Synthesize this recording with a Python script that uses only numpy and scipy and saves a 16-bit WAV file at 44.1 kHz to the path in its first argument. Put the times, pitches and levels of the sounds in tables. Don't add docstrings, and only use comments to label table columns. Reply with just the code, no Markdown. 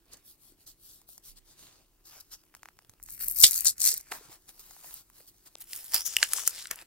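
import sys
import numpy as np
from scipy import signal
from scipy.fft import rfft, irfft, next_fast_len
from scipy.io import wavfile
from scipy.ndimage import uniform_filter1d

SR = 44100
rng = np.random.default_rng(int(sys.argv[2]) if len(sys.argv) > 2 else 0)


def generate_wav(signal):
    frames = np.transpose(np.atleast_2d(signal))
    scaled = np.clip(frames, -1, 1) * 32767
    pcm = np.round(scaled).astype(np.int16)
    wavfile.write(sys.argv[1], SR, pcm)


N = 302526
TIME = np.arange(N) / SR
BRIEF = TIME[:6000]
LEAD_IN = 16
EDGE_HZ = 16000

# (start [s], end [s])
GAP = (5.5565, 5.565)
# (time [s], friction level [dB], flexing level [dB], brightness [dB], left over right [dB])
TEAR_PULLS = [
    [(3.0, -74, -84, -1, 0), (3.105, -50, -65.5, 0, -1), (3.12, -43.5, -67, 7, 6),
     (3.185, -50.5, -65.5, 7, 3), (3.212, -32.5, -53, 7.5, 5), (3.28, -38, -63.5, 10, 7),
     (3.34, -40, -67, 12.5, 5), (3.435, -14, -50.5, 4.5, 11)],
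    [(3.435, -13, -59, -5, 1), (3.507, -32, -54, 3, 2), (3.573, -27.5, -56, 2, 5),
     (3.638, -41, -59.5, 4, 5), (3.666, -16, -46, -13, 3.5), (3.71, -30.5, -60, -2.5, 1.5),
     (3.742, -77, -80, -10, -2)],
    [(3.742, -72, -78, -8, -2), (3.768, -61.5, -72, -.5, 1), (3.818, -25.5, -52.5, -2.5, 7),
     (3.878, -20, -45, -4, 2), (3.98, -44.5, -65, -13, 0.5), (4.035, -63, -68.5, -5, -1),
     (4.06, -61, -65, -6, 1.5), (4.11, -59, -64.5, -6, 2)],
]


def tearing():
    # (frequency [Hz], relative level [dB])
    paper = [(100, -37.5), (400, -29.5), (1000, -26), (1900, -19.5), (2500, -22), (3200, -23.5),
             (4400, -4.5), (5500, -3), (6500, -2.5), (8200, 2), (11000, -1.5), (13500, 3.5), (15800, -11)]
    out, pulls = np.zeros((2, N)), sum(TEAR_PULLS, [])
    add(out, *friction(pulls, paper, slips_per_s=1100, spread_db=4.8, hiss_db=-8, slip_t60=.003))
    return out


def rip(apart=.8):
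    # (time [s], level [dB], decay time T60 [s])
    jerks = [(3.438, -2, 0.027), (3.4412, -1, .018), (3.4440, -3.5, .014), (3.4481, -11.5, 0.079)]
    # (frequency [Hz], relative level [dB])
    fold_spectrum = [(100, -30), (300, -33), (600, -21), (1300, -42.5), (2000, -4), (2600, -11),
                     (3500, 2.5), (5200, 4.5), (6200, -4), (7800, 5), (10000, 0.5), (12000, -8.5),
                     (15800, -32)]
    # (frequency [Hz], level [dB], decay time T60 [s])
    rip_tail_tones = [(2050, -31, .07), (3200, -27, .06), (3475, -23, .08), (4455, -25, .06),
                      (4734, -24, .07), (5335, -25, .07)]
    out, start = np.zeros((2, N)), jerks[0][0]
    for s, db, t60 in jerks:
        rush = arrival(rng.standard_normal(len(BRIEF)), s) + apart * rng.standard_normal((2, len(BRIEF)))
        add(out, s, unit(colour(rush, fold_spectrum)) * amp(db - 60 * BRIEF / t60))
    for hz, db, t60 in rip_tail_tones:
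        tone = amp(db - 60 * BRIEF / t60) * np.sin(2 * np.pi * (hz * BRIEF + rng.random()))
        add(out, start, arrival(tone, start))
    return out


def fibre_ticks(gain_db=-4.5, scatter_db=3.5, lean_db=4, lean_scatter_db=5, slots=80):
    # (time [s], relative level [dB], centre frequency [Hz], left over right [dB])
    loud_snaps = [(.1343, -37.5, 7900, -10), (3.1052, -31.5, 10800, 19), (3.2401, -29, 14700, 10),
                  (3.2446, -19.5, 14800, 7), (3.2832, -11, 13900, .5), (3.3121, -17.5, 13000, 3.5),
                  (3.3596, -23, 12600, 6), (3.37, -18.5, 13200, 10.5), (3.4302, -7.5, 10300, -2.5),
                  (3.5105, -13, 10630, 12), (3.5197, -25, 9600, -7), (3.6075, -15, 10700, 8),
                  (3.6473, -17, 10900, 18), (3.6691, -11, 7000, 27), (3.8176, -14, 8000, 1.5),
                  (3.8807, -17, 10400, -8), (3.9402, -18, 9900, -4), (3.9782, -20.5, 10970, 3.5),
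                  (4.0105, -35, 8570, 3), (4.9414, -27.5, 13600, -2), (5.6057, -34, 13300, 5.5),
                  (5.762, -29, 11100, -5), (5.8437, -32, 11500, -2), (5.9525, -15, 11600, -4),
                  (6.2376, -20.5, 8700, 8), (6.7582, -34, 9200, -2)]
    # (start [s], end [s], rate [1/s], relative level [dB], centre frequency [Hz])
    crackle = [(0.049, 0.189, 60, -55, 7500), (2.415, 3.005, 10, -55, 12000),
               (3.028, 3.204, 55, -39, 10900), (3.198, 3.667, 25, -26.5, 11890),
               (3.799, 3.926, 60, -22.5, 8700), (5.58, 5.925, 25, -39, 11540),
               (5.96, 6.68, 25, -37.5, 7000)]
    out, snaps = np.zeros((2, N)), list(loud_snaps)
    for start, end, per_s, db, hz in crackle:
        times, chances = np.linspace(start, end, slots), rng.random(slots)
        for s, chance, size, side in zip(times, chances, *rng.standard_normal((2, slots))):
            if chance < per_s * (end - start) / slots:
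                snaps.append((s, db + scatter_db * size, hz, lean_db + lean_scatter_db * side))
    for s, db, hz, side_db in snaps:
        tick = crack(s, hz, t60=.0056, octaves=.75, shiver_db=-4, shiver_t60=.021)
        add(out, s - LEAD_IN / SR, panned(amp(db + gain_db) * tick, side_db))
    return out


def facet_pops(gain_db=-1, ring_t60=.011, damping_power=.82, cutoff_ratio=.83, shove_db=-16):
    # (time [s], lowest mode [Hz], relative ring level [dB], relative crack level [dB],
    # crack centre [Hz], left over right of the crack [dB], point pressed [0-1])
    flips = [(1.0163, 820, -62, -53, 7800, 0, 0.3), (1.09, 674, -58, -43, 10000, 1, 0.51),
             (1.1795, 687, -57.5, -41.5, 7400, 0, 0.18), (3.782, 2000, -60, -35, 8000, 3, .2),
             (4.1192, 1390, -30.5, -33, 6700, -5, 0.22), (4.123, 724, -31.5, -34, 6960, 12, 0.13),
             (4.709, 753, -53, -43.5, 7000, 11, 0.19), (4.765, 770, -52, -55, 7040, 4, .2),
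             (4.844, 687, -48, -56, 8430, 4, .3), (5.0999, 980, -57.5, -51.5, 10300, 5.5, 0.18),
             (5.204, 479, -54, -58.5, 11080, 3, .3), (5.5542, 578, -43, -38.5, 5000, 2, 0.27),
             (5.7325, 1944, -32, -30, 7340, -1, 0.09), (5.921, 1790, -47, -37, 6000, 3.5, 0.3),
             (5.9438, 5070, -21.5, -10.5, 12400, 2.5, 0.68), (5.9463, 4800, -19.5, -27, 5200, -4, 0.47),
             (6.1668, 1900, -20, -24, 9050, 8, 0.2), (6.1667, 2890, -15, -18, 8350, 7, .5),
             (6.2285, 1644, -11.5, -18.5, 4900, 10, 0.37), (6.2292, 2900, -17.5, -15.5, 4960, 6, .4),
             (6.243, 3060, -30, -47, 4000, 0, .5), (6.3343, 1250, -29, -13.5, 10100, 2.5, 0.19),
             (6.384, 1050, -34, -35, 7700, 13.5, 0.23), (6.4764, 1384, -30, -9.5, 9800, 0, .3),
             (6.656, 1460, -35.5, -43, 3960, 3, 0.2), (6.7107, 1740, -32, -31, 5370, -2, 0.68),
             (6.7125, 1150, -32.5, -22.5, 12300, 11, 0.05)]
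    # (frequency [multiple of the lowest], relative level [dB])
    facet_modes = [(1, 8.5), (1.45, 5), (1.9, 3), (2.7, 6), (4.3, 4)]
    out = np.zeros((2, N))
    for s, hz, ring_db, crack_db, crack_hz, side_db, place in flips:
        modes = np.zeros(len(BRIEF))
        for i, (ratio, db) in enumerate(facet_modes):
            if ratio * hz < EDGE_HZ:
                weight = (-1) ** i * abs(np.sin(np.pi * (i + 1) * place))
                decay = amp(db - 60 * BRIEF * ratio ** damping_power / ring_t60)
                modes += weight * decay * np.sin(2 * np.pi * ratio * hz * BRIEF)
        radiation = signal.butter(3, cutoff_ratio * hz, "high", fs=SR, output="sos")
        ring = unit_energy(signal.sosfilt(radiation, modes))
        phase = 2 * np.pi * hz * BRIEF
        shove = unit_energy(np.gradient(phase ** 2 * np.exp(-2 * phase)))
        add(out, s, amp(ring_db + gain_db) * arrival(ring + amp(shove_db) * shove, s))
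        snap = crack(s, crack_hz, t60=.004, octaves=.85, shiver_db=-6, shiver_t60=.025)
        snap = amp(crack_db + gain_db) * signal.sosfilt(radiation, snap)
        add(out, s - LEAD_IN / SR, panned(snap, side_db))
    return out


def foil_rubbing(width_hz=1300, ring_db=7, plain_db=-3):
    # (frequency [Hz], relative level [dB])
    foil = [(100, -33.5), (400, -6), (1100, -2), (1800, 0), (2800, -1), (4000, -7), (5200, -2.5),
            (6300, -5.5), (7300, -1), (9000, -3), (12000, -6), (15000, -7.5), (15800, -10.5)]
    # (time [s], frequency [Hz], relative level [dB])
    glide = [(5.88, 5200, -19), (5.95, 4840, -4.5), (6.064, 6230, 12), (6.25, 6100, -36), (6.38, 7200, -3),
             (6.5, 5170, -17), (6.6, 4030, -2.5), (6.75, 4270, -42)]
    unwrap = strokes(GAP[1], 6.86, rest_db=-63.5, rest_flex_db=-70.5)
    start, rub = friction(unwrap, foil, slips_per_s=600, spread_db=5, hiss_db=.5, slip_t60=.003)
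    s, hz, db = np.transpose(glide)
    t = start + np.arange(rub.shape[1]) / SR
    carrier = np.exp(2j * np.pi * np.cumsum(np.interp(t, s, hz)) / SR)
    pole = np.exp(-np.pi * width_hz / SR)
    ring = 2 * (carrier * signal.filtfilt([1 - pole], [1, -pole], rub / carrier)).real
    out = np.zeros((2, N))
    add(out, start, amp(plain_db) * rub + amp(ring_db + np.interp(t, s, db)) * ring)
    return out


def sleeve_rubbing():
    # (frequency [Hz], relative level [dB])
    sleeve = [(100, -4.5), (400, -7), (900, -9.5), (1400, -10.5), (2300, -11.5), (3200, -3), (4400, 4.5),
              (6000, 2.5), (8500, 2), (11000, -9), (13500, -8.5), (15800, -14.5)]
    seam = [(100, -26), (400, -13), (800, -8.5), (1400, -7), (2200, -12.5), (3300, -6.5), (4400, 0.5),
            (5200, 6), (6300, 0), (7600, -2), (9500, -11), (11500, -15.5), (13000, -15), (15800, -20.5)]
    flap = [(100, -10), (400, -6), (750, -2), (1200, -2), (1800, -3.5), (2500, -5), (3200, -6.5),
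            (4400, -0.5), (6000, -0.5), (8700, 1.5), (10500, 1), (13000, 2.5), (15800, 0)]
    turn = strokes(0, 2.04, rest_db=-75.5, rest_flex_db=-78)
    slide = strokes(2.04, 2.42, rest_db=-67.5, rest_flex_db=-78)
    pick = strokes(2.42, 3.0, rest_db=-70, rest_flex_db=-74, rest_bright_db=4.5)
    fold = strokes(4.1, 5.557, rest_db=-66.5, rest_flex_db=-79)
    out = np.zeros((2, N))
    add(out, *friction(turn, sleeve, slips_per_s=1700, spread_db=6, hiss_db=2, slip_t60=.0011))
    add(out, *friction(slide, seam, slips_per_s=1800, spread_db=3, hiss_db=-3, slip_t60=.0038))
    add(out, *friction(pick, sleeve, slips_per_s=180, spread_db=7.5, hiss_db=-2.5, slip_t60=.0065))
    add(out, *friction(fold, flap, slips_per_s=950, spread_db=7.5, hiss_db=4, slip_t60=.0037))
    return out


def strokes(start, end, rest_db, rest_flex_db, rest_bright_db=2, rest_side_db=1, flatness=2.43):
    # (peak time [s], rise [s],
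    # fall [s], friction level [dB], flexing level [dB], brightness [dB], left over right [dB])
    slides = [(.135, 0.017, 0.014, -51, -62, -6, 3), (.14, 0.064, 0.073, -64.5, -65.5, -2, -3),
              (0.289, .045, .055, -54, -76, 7.5, -0.5), (.475, 0.082, 0.054, -57, -74, 6.5, 5),
              (.625, 0.041, 0.028, -62, -75, 3, 1.5), (0.668, .005, 0.052, -48.5, -68, 1.5, -.5),
              (.89, 0.088, 0.11, -53, -75, 4.5, 2.5), (1.109, 0.032, 0.064, -52.5, -81, 6.5, 4),
              (1.275, 0.037, 0.047, -49, -70, 3.5, 1.5), (1.382, 0.022, 0.011, -55, -68, 0, 3),
              (1.515, 0.064, 0.033, -59.5, -70.5, -1, 2.5), (1.607, 0.034, 0.083, -54.5, -66.5, -1, 1),
              (1.68, .13, 0.15, -61.5, -65, -6, 1), (2.055, 0.0037, 0.1, -53, -69.5, 2, 3.5),
              (2.16, 0.07, 0.054, -53.5, -61.5, 2.5, 2), (2.208, 0.0082, 0.0057, -43, -72, 3.5, 3),
              (2.335, 0.021, 0.021, -43, -60, -3.5, 1.5), (4.119, .006, 0.0075, -42.5, -43, -4, -2),
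              (4.139, 0.028, 0.048, -42, -50, 2.5, 1), (4.24, .08, 0.065, -56.5, -62, -3.5, 2.5),
              (4.33, .035, 0.043, -51.5, -58.5, 0, 2), (4.493, 0.015, 0.02, -49, -60, -0.5, 2),
              (4.599, 0.0075, 0.02, -46.5, -67.5, 5, 0), (4.73, 0.21, 0.15, -53.5, -68, 3.5, 2),
              (4.852, 0.02, .11, -46.5, -61, 5.5, 1), (4.975, 0.081, 0.043, -48.5, -64, 2, 2),
              (5.17, 0.031, 0.077, -55.5, -69, 4.5, 0), (5.287, 0.018, .017, -51.5, -74.5, 4, -0.5),
              (5.468, 0.012, 0.018, -50, -62.5, 0.5, 1.5), (5.616, 0.018, 0.015, -41, -62, 11.5, 0),
              (5.76, 0.073, 0.079, -39, -56.5, 8, 0), (5.88, 0.066, .05, -45, -63.5, 8, 2),
              (5.948, 0.013, .025, -25.5, -37.5, -1.5, -5), (5.98, 0.063, 0.045, -32, -47, 8, 0.5),
              (6.063, 0.012, 0.021, -27.5, -48, 13, 8.5), (6.13, .07, 0.36, -40, -53.5, 0, 5),
              (6.235, 0.023, 0.014, -30.5, -39.5, -7, -11), (6.375, 0.069, 0.078, -33, -46.5, 0.5, 5.5),
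              (6.473, 0.013, 0.015, -27, -50, 2, 5), (6.57, 0.094, 0.11, -42.5, -52.5, -2, 1.5),
              (6.711, 0.0067, 0.03, -39.5, -42, 2, 0), (6.814, 0.058, 0.019, -49, -50, 1, 1.5)]
    t, rows = np.arange(start, end, .001), np.array(slides)
    rows = rows[(rows[:, 0] > start) & (rows[:, 0] < end)]
    s, rise, fall, db, flex_db, bright_db, side_db = rows.T[:, :, None]
    speed = amp(-10 * np.maximum((s - t) / rise, (t - s) / fall) ** flatness)
    power, rest = (amp(db) * speed) ** 2, amp(rest_db) ** 2
    total = power.sum(0) + rest
    flex = ((amp(flex_db) * speed) ** 2).sum(0) + amp(rest_flex_db) ** 2
    bright = ((power * bright_db).sum(0) + rest * rest_bright_db) / total
    side = ((power * side_db).sum(0) + rest * rest_side_db) / total
    return np.transpose([t, 10 * np.log10(total), 10 * np.log10(flex), bright, side])


def friction(gesture, spectrum, slips_per_s, spread_db, hiss_db, slip_t60, spots=32):
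    s, *columns = np.transpose(gesture)
    t = np.arange(s[0], s[-1], 1 / SR)
    level_db, flex_db, bright_db, side_db = (np.interp(t, s, c) for c in columns)
    slips = np.zeros((2, len(t)))
    for _ in range(spots):
        size = amp(spread_db * np.minimum(rng.exponential(1, len(t)), 3))
        train = size * (rng.random(len(t)) < slips_per_s / spots / SR)
        response = shiver(s[0], slip_t60)[:, :500]
        slips += signal.oaconvolve(train[None], response, axes=1)[:, :len(t)]
    hiss = arrival(rng.standard_normal(len(t)), s[0]) + 1.1 * rng.standard_normal((2, len(t)))
    sound = colour(bending(unit(slips) + amp(hiss_db) * unit(hiss)), spectrum)
    flex = unit(filtered(sound, lambda f: 1 / (1 + (f / 3000) ** 12)))
    rasp = unit(filtered(sound, lambda f: 1 / (1 + (3000 / f) ** 12) / (1 + (f / 10000) ** 12)))
    sheen = unit(filtered(sound, lambda f: 1 / (1 + (10000 / f) ** 12)))
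    treble = (rasp + amp(bright_db) * sheen) / np.sqrt(1 + amp(bright_db) ** 2)
    return s[0], panned(amp(level_db) * treble, side_db) + amp(flex_db) * flex


def bending(x, depth_db=2.1, bins=6, frames=17):
    window = dict(nperseg=512, noverlap=384)
    spectra = signal.stft(x, **window)[2]
    patches = uniform_filter1d(rng.standard_normal(spectra.shape[1:]), bins, 0)
    patches = uniform_filter1d(patches, frames, 1)
    return signal.istft(spectra * amp(depth_db * unit(patches)), **window)[1][:, :x.shape[1]]


def crack(s, hz, t60, octaves, shiver_db, shiver_t60):
    snap = shiver(s, t60) + amp(shiver_db) * shiver(s, shiver_t60)
    snap = np.pad(snap, ((0, 0), (LEAD_IN, 0)))
    return unit_energy(filtered(snap, lambda f: 1 / (1 + (np.log2(f / hz) / octaves) ** 4)))


def shiver(s, t60, apart=.46):
    noise = rng.standard_normal((3, len(BRIEF)))
    return unit_energy(arrival((noise[0] + apart * noise[1:]) * amp(-60 * BRIEF / t60), s))


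def nail_picks(body_hz=(750, 2300), click_hz=7500, click_side_db=3):
    # (time [s], knock level [dB], click level [dB])
    nail_slips = [(2.541, -53, -56), (2.55, -48.5, -43.5), (2.6319, -44, -45), (2.657, -43, -48),
                  (2.687, -45.5, -50.5), (2.7897, -50.5, -50.5), (2.8959, -58.5, -45), (2.9997, -56.5, -62),
                  (3.088, -51, -46)]
    out = np.zeros((2, N))
    body = signal.butter(3, body_hz, "band", fs=SR, output="sos")
    knock = unit_energy(signal.sosfilt(body, signal.unit_impulse(len(BRIEF))))
    for s, knock_db, click_db in nail_slips:
        click = crack(s, click_hz, t60=.0023, octaves=1, shiver_db=-6, shiver_t60=.034)
        add(out, s, amp(knock_db) * arrival(knock, s))
        add(out, s - LEAD_IN / SR, amp(click_db) * panned(click, click_side_db))
    return out


def finger_bumps(rise_s=.00095, low_side_db=-10, high_side_db=3):
    # (time [s], frequency [Hz], level [dB], decay time T60 [s])
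    impacts = [(0.521, 330, -49, 0.027), (1.18, 169, -68, .06), (1.29, 30.1, -54, 0.88),
               (2.892, 97, -50, .066), (3.437, 92.3, -27, 0.045), (3.666, 104, -46.5, 0.071),
               (3.931, 444, -46.5, 0.033), (4.118, 450, -37, .03), (4.21, 431, -44, 0.026),
               (4.286, 123, -50, 0.066), (4.295, 339.3, -48, 0.039), (5.944, 298, -46, .06),
               (6.711, 419, -37.5, 0.024)]
    out, t = np.zeros((2, N)), TIME[:SR // 2]
    for s, hz, db, t60 in impacts:
        envelope = amp(db - 60 * t / t60) * (1 - np.exp(-t / rise_s))
        thump = arrival(envelope * np.sin(2 * np.pi * hz * t), s)
        add(out, s, panned(thump, low_side_db if hz < 200 else high_side_db))
    return out


def hand_push(wrapper, push_db=-70, tear_boost_db=5, db_per_db=.2, effort_ref_db=-55):
    # (frequency [Hz], relative level [dB])
    push_spectrum = [(15, -8.5), (35, 9), (60, -4.5), (95, -4), (150, -7), (250, -13), (600, -39),
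                     (2000, -78.5)]
    power = abs(uniform_filter1d((wrapper ** 2).mean(0), size=2000))
    effort_db = 10 * np.log10(power + 1e-9) - effort_ref_db
    pulling = (TIME > TEAR_PULLS[0][0][0]) & (TIME < TEAR_PULLS[2][0][0])
    boost_db = tear_boost_db * uniform_filter1d(1. * pulling, size=4000)
    return amp(push_db + db_per_db * effort_db + boost_db) * stereo_noise(push_spectrum, apart=.37)


def reverberation(x, wet_db=-19, t60=.076, first_s=.017):
    tail = rng.standard_normal((2, len(BRIEF))) * amp(-60 * BRIEF / t60) * (BRIEF > first_s)
    return amp(wet_db) * signal.oaconvolve(x, tail / np.linalg.norm(tail[0]), axes=1)[:, :N]


def room_air(level_db=-72):
    # (frequency [Hz], relative level [dB])
    air_spectrum = [(18, -29.5), (30, -0.5), (51, -11.5), (174, -14), (336, 4.5), (512, -12.5), (1350, -17),
                    (1910, -41.5), (4650, -20), (7270, -19.5), (14000, -17.5), (16000, -13)]
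    return amp(level_db) * stereo_noise(air_spectrum, apart=.5)


def stereo_noise(spectrum, apart):
    noise = rng.standard_normal((3, N))
    return unit(colour(noise[0] + apart * noise[1:], spectrum))


def arrival(x, s, sleeve_lead_s=5.6e-5, foil_lead_s=-2.4e-5, spread_s=1e-5):
    lead = (sleeve_lead_s if s < GAP[1] else foil_lead_s) + spread_s * rng.standard_normal()
    return filtered(x * np.ones((2, 1)), lambda f: np.exp(np.pi * 1j * f * lead * np.array([[1], [-1]])))


def panned(x, side_db):
    lean = amp(np.atleast_1d(side_db))
    return x * np.array([lean, np.ones_like(lean)]) * np.sqrt(2 / (1 + lean ** 2))


def colour(x, points):
    hz, db = np.transpose(points)
    return filtered(x, lambda f: amp(np.interp(np.log(f), np.log(hz), db)))


def filtered(x, gain):
    size = x.shape[-1]
    padded = next_fast_len(size + 256)
    return irfft(rfft(x, padded) * gain(np.fft.rfftfreq(padded, 1 / SR) + 1), padded)[..., :size]


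def amp(db):
    return 10 ** (np.asarray(db) / 20)


def unit(x):
    return x / np.sqrt(np.mean(x ** 2) + 1e-20)


def unit_energy(x):
    return x * np.sqrt(.002 * SR / np.mean(np.sum(x ** 2, -1)))


def add(mix, s, sound):
    part = mix[:, max(round(s * SR), 0):][:, :sound.shape[1]]
    part += sound[:, :part.shape[1]]


def scene():
    wrapper = tearing() + rip() + fibre_ticks() + facet_pops()
    wrapper += foil_rubbing() + sleeve_rubbing() + nail_picks()
    return wrapper + finger_bumps() + hand_push(wrapper) + reverberation(wrapper) + room_air()


def record(dry):
    sound = np.clip(dry, -1, 1) * ((TIME < GAP[0]) | (TIME > GAP[1]))
    low_pass = signal.firwin(301, EDGE_HZ, window=("kaiser", 8), fs=SR)
    return signal.oaconvolve(sound, low_pass[None], "same")


dry = scene()
out = record(dry)
generate_wav(out)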